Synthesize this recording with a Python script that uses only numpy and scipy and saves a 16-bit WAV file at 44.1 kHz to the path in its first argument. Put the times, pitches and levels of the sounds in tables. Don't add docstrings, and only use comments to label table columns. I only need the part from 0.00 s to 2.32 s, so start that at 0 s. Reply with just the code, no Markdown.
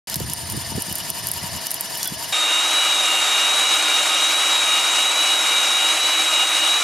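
import sys
import numpy as np
from scipy import signal
from scipy.fft import rfft, irfft
from scipy.io import wavfile

SR = 44100
rng = np.random.default_rng(int(sys.argv[2]) if len(sys.argv) > 2 else 0)


def log_audio(samples):
    frames = np.atleast_2d(samples).T
    limited = np.clip(frames, -1, 1)
    pcm = np.round(limited * 32767).astype(np.int16)
    wavfile.write(sys.argv[1], SR, pcm)


N = 102532
TIME = np.arange(N) / SR


def from_db(db):
    return 10 ** (np.asarray(db) / 20)


def rms_one(x):
    return x / np.sqrt(np.mean(x ** 2) + 1e-20)


def in_time(rows):
    return np.interp(TIME, *np.transpose(rows))


def pan(left_right_db):
    return from_db(np.array([[left_right_db], [-left_right_db]]) / 2)


def widen(pair, side_db):
    middle, side = pair[0], from_db(side_db) * pair[1]
    return middle + side * np.array([[1], [-1]])


def shelve(x, spectrum, amount=1):
    hz, db = np.transpose(spectrum)
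    bin_hz = np.arange(N // 2 + 1) * SR / N
    curve_db = np.interp(np.log(bin_hz + 1), np.log(hz), db)
    return irfft(rfft(x) * from_db(amount * curve_db), N)


def colour(x, spectrum):
    return rms_one(shelve(x, spectrum))


def resonate(x, hz, width_hz):
    r = np.exp(-np.pi * width_hz / SR)
    feed = np.array([1, 0, -1]) * (1 - r * r) / 2
    back = [1, -2 * r * np.cos(2 * np.pi * hz / SR), r * r]
    return signal.lfilter(feed, back, x + 1e-18)


def resonate_twice(x, hz, width_hz):
    return resonate(resonate(x, hz, width_hz), hz, width_hz)


def pulse(hz, width_hz, size, order=2):
    wave = signal.unit_impulse(size)
    for _ in range(order):
        wave = resonate(wave, hz, width_hz)
    return wave / np.abs(wave).max()


def add(out, start_s, sound):
    i = int(np.clip(round(start_s * SR), 0, N - 1))
    out[..., i:i + sound.shape[-1]] += sound[..., :N - i]


# start_s, relative level_db, pitch_hz
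EDDY_THUMPS = [(.162, -19, 137), (0.204, -22.5, 315), (0.234, -27, 132), (0.282, -27.5, 110),
               (0.302, -29.5, 130), (0.43, -31, 84), (.493, -27.5, 122), (0.53, -25.5, 95),
               (0.546, -24, 197), (0.573, -24.5, 136), (0.719, -26, 224), (0.751, -25.5, 115),
               (0.778, -17.5, 171), (.883, -27, 160), (.912, -26.5, 138), (1.01, -33.5, 85),
               (1.107, -27.5, 106), (1.437, -28.5, 176), (1.538, -45, 132), (1.553, -29.5, 116),
               (2.121, -25.5, 182)]
THUMP_WIDTH = 0.78
FLUTTER_HZ, FLUTTER_WIDTH_HZ, FLUTTER_PEAK_S = 285, 250, 0.0051
FLUTTER_DB, FLUTTER_PAN_DB = -12, -6


def eddies():
    thumps, stir = np.zeros(N), np.zeros(N)
    breakup = TIME / FLUTTER_PEAK_S * np.exp(1 - TIME / FLUTTER_PEAK_S)
    for start_s, level_db, hz in EDDY_THUMPS:
        add(thumps, start_s, from_db(level_db) * pulse(hz, THUMP_WIDTH * hz, size=2048))
        add(stir, start_s, from_db(level_db) * breakup)
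    flutter = rms_one(resonate_twice(rng.standard_normal((2, N)), FLUTTER_HZ, FLUTTER_WIDTH_HZ))
    return thumps + from_db(FLUTTER_DB) * pan(FLUTTER_PAN_DB) * stir * flutter


# time_s, relative level_db
GUST_LEVEL = [(0.08, -46), (0.14, -40), (0.17, -31), (0.23, -26.5), (0.28, -33), (0.38, -42), (0.56, -27),
              (0.64, -38.5), (0.78, -26.5), (0.84, -49), (0.88, -41), (0.93, -32), (0.97, -55), (1.01, -36),
              (1.06, -45), (1.11, -29.5), (1.14, -39), (1.41, -39), (1.44, -34), (1.5, -41), (1.56, -26.5),
              (1.59, -51), (1.7, -62.5), (2.1, -53), (2.11, -34.5), (2.26, -49), (2.32, -45)]
# pitch_hz, relative level_db (per Hz)
WIND_TONE = [(25, -38), (50, -15), (80, -1), (125, -1), (200, -8), (320, -29.5), (550, -39), (1200, -28),
             (4000, -84)]
WIND_DB, WIND_SIDE_DB = -3.5, -8.5
LUMP_DB, LUMP_RATE_HZ, PORT_CUT_HZ = -1, 31, 49


def wind():
    lumps = rms_one(resonate(rng.standard_normal(N), LUMP_RATE_HZ, LUMP_RATE_HZ))
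    turbulence = colour(rng.standard_normal((2, N)), WIND_TONE)
    rumble = rms_one(turbulence * from_db(LUMP_DB * lumps))
    gusts = widen(rumble, WIND_SIDE_DB) * from_db(WIND_DB + in_time(GUST_LEVEL))
    bass_cut = signal.butter(2, PORT_CUT_HZ, "high", fs=SR, output="sos")
    return signal.sosfilt(bass_cut, gusts + eddies())


# start_s, level_db, brightness_db (per octave), rise_s (time constant)
PING_CONTACTS = [(2.005, -23, 5, .008), (2.03, -33, 13, .002), (2.056, -25, -11, .003),
                 (2.0773, -24, -3, .001)]
# pitch_hz, level_db (added to the contact's), fade_s (to fall by 60 dB)
PING_RINGS = [(1513, -13, 0.05), (3391, 3.5, 0.062), (5710, -7, 0.125)]


def pings():
    out = np.zeros(N)
    middle_hz = PING_RINGS[1][0]
    for start_s, contact_db, brightness_db, rise_s in PING_CONTACTS:
        for hz, mode_db, fade_s in PING_RINGS:
            level_db = contact_db + mode_db + brightness_db * np.log2(hz / middle_hz)
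            rise = 1 - np.exp(-TIME / rise_s)
            fade = np.exp(-np.log(1000) * TIME / fade_s)
            add(out, start_s, from_db(level_db) * rise * fade * np.sin(2 * np.pi * hz * TIME))
    return out


# time_s, relative level_db (whole snap), crack_db (extra level of the lower crack)
SNAP_EVENTS = [(0.099, -11, 0), (0.1428, -9, 4), (0.1579, -4.5, -5), (0.1654, -10, -6), (0.201, -14, 0),
               (0.299, -12, 0), (0.335, -5, -10), (0.5, -10.5, -4), (0.5228, -12.5, -18), (0.5654, -19, -6),
               (0.7635, -19, -10), (0.8218, -5, -15), (0.9264, -8, -11), (0.9555, -5.5, -19),
               (0.9837, -10, -15), (1.1023, -4.5, -10), (1.2703, -4.5, -8), (1.2873, -6.5, -14),
               (1.3157, -3, -15), (1.3376, -9.5, -12), (1.375, -14.5, -18), (1.669, -8, -1),
               (1.7073, -8.5, -5), (1.7153, -4.5, -13), (1.7428, -5.5, -8), (1.8091, -3.5, -13),
               (1.955, -14, -6), (1.974, -10, -15), (1.9841, -14, -11), (2.0303, -7, 1.5),
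               (2.0462, -10, -3), (2.056, -9, -7), (2.0755, -4.5, -15)]
SNAP_HZ, SNAP_WIDTH_HZ, SNAP_DB = 10700, 14000, -.5
SNAP_EDGE_HZ = 8540
SNAP_LEAD_S, SNAP_PAN_DB = .0003, -1.2
CRACK_HZ, CRACK_WIDTH_HZ, CRACK_DB = 4900, 4200, -1.5
SCATTER_S, SCATTER_DECAY_S = 0.0056, 0.0095
SCATTER_DB, SCATTER_SIDE_DB = -1.5, -9.5


def snaps():
    out, age = np.zeros((2, N)), TIME[:512]
    bright = pulse(SNAP_HZ, SNAP_WIDTH_HZ, size=128, order=4)
    bright = signal.sosfilt(signal.butter(10, SNAP_EDGE_HZ, "high", fs=SR, output="sos"), bright)
    bright = bright / np.abs(bright).max()
    crack = pulse(CRACK_HZ, CRACK_WIDTH_HZ, size=128)
    fade = np.exp(-age / SCATTER_DECAY_S) * (age < SCATTER_S)
    for time_s, level_db, crack_db in SNAP_EVENTS:
        paths = widen(rng.standard_normal((2, len(age))), SCATTER_SIDE_DB) * fade
        paths *= from_db(SCATTER_DB) / np.linalg.norm(paths[0])
        paths[:, 0] = 1
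        snap = from_db(SNAP_DB) * bright + from_db(CRACK_DB + crack_db) * crack
        add(out, time_s - SNAP_LEAD_S, from_db(level_db) * signal.fftconvolve(paths, snap[None]))
    return out * pan(SNAP_PAN_DB)


def swell(turn, once_db, once_at, twice_db, twice_at):
    once = once_db * np.cos(2 * np.pi * (turn - once_at))
    twice = twice_db * np.cos(2 * np.pi * 2 * (turn - twice_at))
    return from_db(once + twice)


def ring(x, hz, width_hz):
    return rms_one(resonate(resonate(x, hz, width_hz), hz, width_hz * 3.5))


TEETH, PINION_TEETH = 84, 23
TOOTH_DEPTH, PINION_DEPTH = 0.14, 0.19
RATTLES_PER_S, RATTLE_SPREAD_DB = 2600, 4
RATTLE_SHARE = 0.52


def tooth_contact(turn):
    struck = rng.random((2, N)) < RATTLES_PER_S / SR
    direction = rng.choice([-1, 1], (2, N))
    impacts = struck * direction * from_db(RATTLE_SPREAD_DB * rng.standard_normal((2, N)))
    friction = rng.standard_normal((2, N))
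    wheel_pulse = TOOTH_DEPTH * np.cos(2 * np.pi * TEETH * turn)
    pinion_pulse = PINION_DEPTH * np.cos(2 * np.pi * PINION_TEETH * turn)
    contact = np.sqrt(RATTLE_SHARE) * rms_one(impacts) + np.sqrt(1 - RATTLE_SHARE) * friction
    return (1 + wheel_pulse + pinion_pulse) * contact


DRONE_HZ, DRONE_WIDTH_HZ, DRONE_DB = 332, 250, -62.5
DRONE_SIDE_DB, DRONE_PAN_DB = 6, -11


def drone(turn):
    hum = ring(tooth_contact(turn), DRONE_HZ, DRONE_WIDTH_HZ)
    return from_db(DRONE_DB) * pan(DRONE_PAN_DB) * widen(hum, DRONE_SIDE_DB)


# time_s, level_db
WHISTLE_LEVEL = [(.08, -45.5), (.45, -36), (.8, -40.5), (.95, -39.5), (1.35, -42), (2.3, -41)]
# once_db (swing once a turn), once_at (turns), twice_db (swing twice a turn), twice_at (turns)
WHISTLE_THROB = (2, 0.28, 0.8, 0.06)
WHISTLE_HZ, WHISTLE_WIDTH_HZ, WHISTLE_SIDE_DB = 9120, 90, -13


def whistle(turn):
    tone = ring(rng.standard_normal((2, N)), WHISTLE_HZ, WHISTLE_WIDTH_HZ)
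    throbbing = rms_one(tone * swell(turn, *WHISTLE_THROB))
    return from_db(in_time(WHISTLE_LEVEL)) * widen(throbbing, WHISTLE_SIDE_DB)


# multiple (waves per turn), level_db
WHINE_TONES = [(63, -55), (65, -63), (89, -49), (165, -55)]
WHINE_WAVER_DB, WHINE_WAVER_HZ, WHINE_PAN_DB = 6, 8.8, 3


def whine(turn):
    out = 0
    for multiple, level_db in WHINE_TONES:
        waver = rms_one(resonate_twice(rng.standard_normal(N), WHINE_WAVER_HZ, WHINE_WAVER_HZ))
        tone = from_db(WHINE_WAVER_DB * waver) * np.sin(2 * np.pi * multiple * turn)
        out = out + from_db(level_db) * rms_one(tone)
    return out * pan(WHINE_PAN_DB)


# pitch_hz, relative level_db (per Hz)
RASP_TONE = [(30, -9), (70, -5), (140, 5.5), (320, 2.5), (500, -3.5), (800, 2.5), (1300, -1.5), (2400, 0),
             (4500, 1), (8000, -4.5), (11000, -3.5), (14000, -5), (16000, -22)]
# pitch_hz, side_db (side against middle)
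RASP_SIDE = [(120, -2.5), (800, -4), (2000, -6), (5500, -10), (6800, 1.5), (8500, -1.5), (10500, -4.5),
             (14000, -3.5)]
# pitch_hz, lean_db (each channel takes only a share of it)
RASP_LEAN = [(400, 4), (750, 4.5), (1100, 5), (1500, 0), (4000, 0), (7500, 1), (12000, 0)]
# pitch_hz, gain_db
HISS_FILTER = [(5500, -40), (7000, 5)]
# once_db (swing once a turn), once_at (turns), twice_db (swing twice a turn), twice_at (turns)
RASP_SURGE = (0.99, 0.37, 1.45, 0.058)
HISS_SURGE = (2, 0.36, 1.65, 0.079)
RASP_DB = -35.5


def rasp(turn):
    friction = colour(tooth_contact(turn) * swell(turn, *RASP_SURGE), RASP_TONE)
    hiss = shelve(friction, HISS_FILTER)
    middle, side = friction + hiss * (swell(turn, *HISS_SURGE) - 1)
    side = shelve(side, RASP_SIDE)
    left = shelve(middle + side, RASP_LEAN, 0.44)
    right = shelve(middle - side, RASP_LEAN, -0.55)
    return from_db(RASP_DB) * np.array([left, right])


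# time_s, turns_per_s
WHEEL_SPEED = [(0, 10.25), (.85, 10.27), (1.2, 10.72), (1.5, 10.5), (1.95, 10.55), (2.1, 10.2),
               (2.32, 10.4)]
START_TURN = .26
# time_s, relative level_db
GEAR_LOAD = [(0.09, -34.5), (0.13, -33.5), (0.14, -34.5), (0.17, -37), (1.06, -34), (1.98, -34),
             (2.04, -32), (2.12, -36.5), (2.24, -32.5), (2.31, -34)]
# pitch_hz, width_hz, level_db, once_db (swing once a turn), once_at (turns),
# twice_db (swing twice a turn), twice_at (turns), left_right_db
HOUSING_RINGS = [ (679, 87, -46, -1, 0.44, 1.5, 0.15, 6), (946, 99, -45.5, 4, 0.47, -3, 0.49, 6),
                 (1792, 148, -48, -2.5, 0.78, 0.6, 0.49, 4), (1920, 190, -50.5, 8.5, 1, 3, 0.19, 3),
                 (2933, 140, -42.5, 3.5, 0.53, 2.5, 0.15, 4.5), (3430, 60, -52, 15, 0.45, 10, 0.17, 9),
                 (3826, 250, -47.5, 0, 0.34, 3, 0.27, 3), (4257, 170, -46, -1, 0.35, 1.5, 0.27, 1),
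                 (4637, 117, -42, 2, 0.21, -3, 0.13, 5.5), (5100, 104, -40, 0, .39, 2.5, 0.082, 1.5),
                 (5560, 170, -50.5, 2.5, 0.63, -6, 0.053, -12),
                 (6000, 38, -50.5, 3.5, 0.62, 4.7, 0.083, 11), (6330, 24, -53, 45, 0.15, 33, 0.039, -5),
                 (7050, 220, -44, 3.5, 0.44, 2, 0.09, -0.5), (8610, 41, -57, 48, 0.15, 28, 0.03, 5),
                 (9940, 190, -44, 1.5, 0.41, 2, 0.055, -3), (10820, 53, -52, 19, 0.3, 7.5, 0.033, -3),
                 (11420, 210, -45.5, 3, 0.44, -1, 0.054, -1), (12300, 90, -52.5, 8, 0.58, -1, .04, -5)]
HOUSING_SIDE_DB = -18.5


def gearbox():
    turn = START_TURN + np.cumsum(in_time(WHEEL_SPEED)) / SR
    contact = tooth_contact(turn)
    out = rasp(turn) + whine(turn) + drone(turn)
    for hz, width_hz, level_db, *swelling, left_right_db in HOUSING_RINGS:
        ringing = ring(contact * swell(turn, *swelling), hz, width_hz)
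        out += from_db(level_db) * pan(left_right_db) * widen(ringing, HOUSING_SIDE_DB)
    load_db = in_time(GEAR_LOAD)
    return out * from_db(load_db - load_db.mean()) + whistle(turn)


def scene():
    start_s = .072
    return (wind() + pings() + snaps() + gearbox()) * (TIME > start_s)


LIMIT_DB, LIMIT_SLOPE = -8.5, 0.6
RELEASE_DB_PER_S, LIMIT_ATTACK_S = 82, 0.0047
CUTOFF_HZ = 16500


def record(dry):
    peak_db = 20 * np.log10(np.abs(dry).max(axis=0) + 1e-9)
    over_db = np.maximum(peak_db - LIMIT_DB, 0) * LIMIT_SLOPE
    release_db = RELEASE_DB_PER_S * TIME
    held_db = np.maximum.accumulate(over_db + release_db) - release_db
    r = np.exp(-1 / (LIMIT_ATTACK_S * SR))
    ducking_db = signal.lfilter([1 - r], [1, -r], held_db)
    treble_cut = signal.cheby2(18, 60, CUTOFF_HZ, fs=SR, output="sos")
    return signal.sosfilt(treble_cut, dry * from_db(-ducking_db))


dry = scene()
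out = record(dry)
log_audio(out)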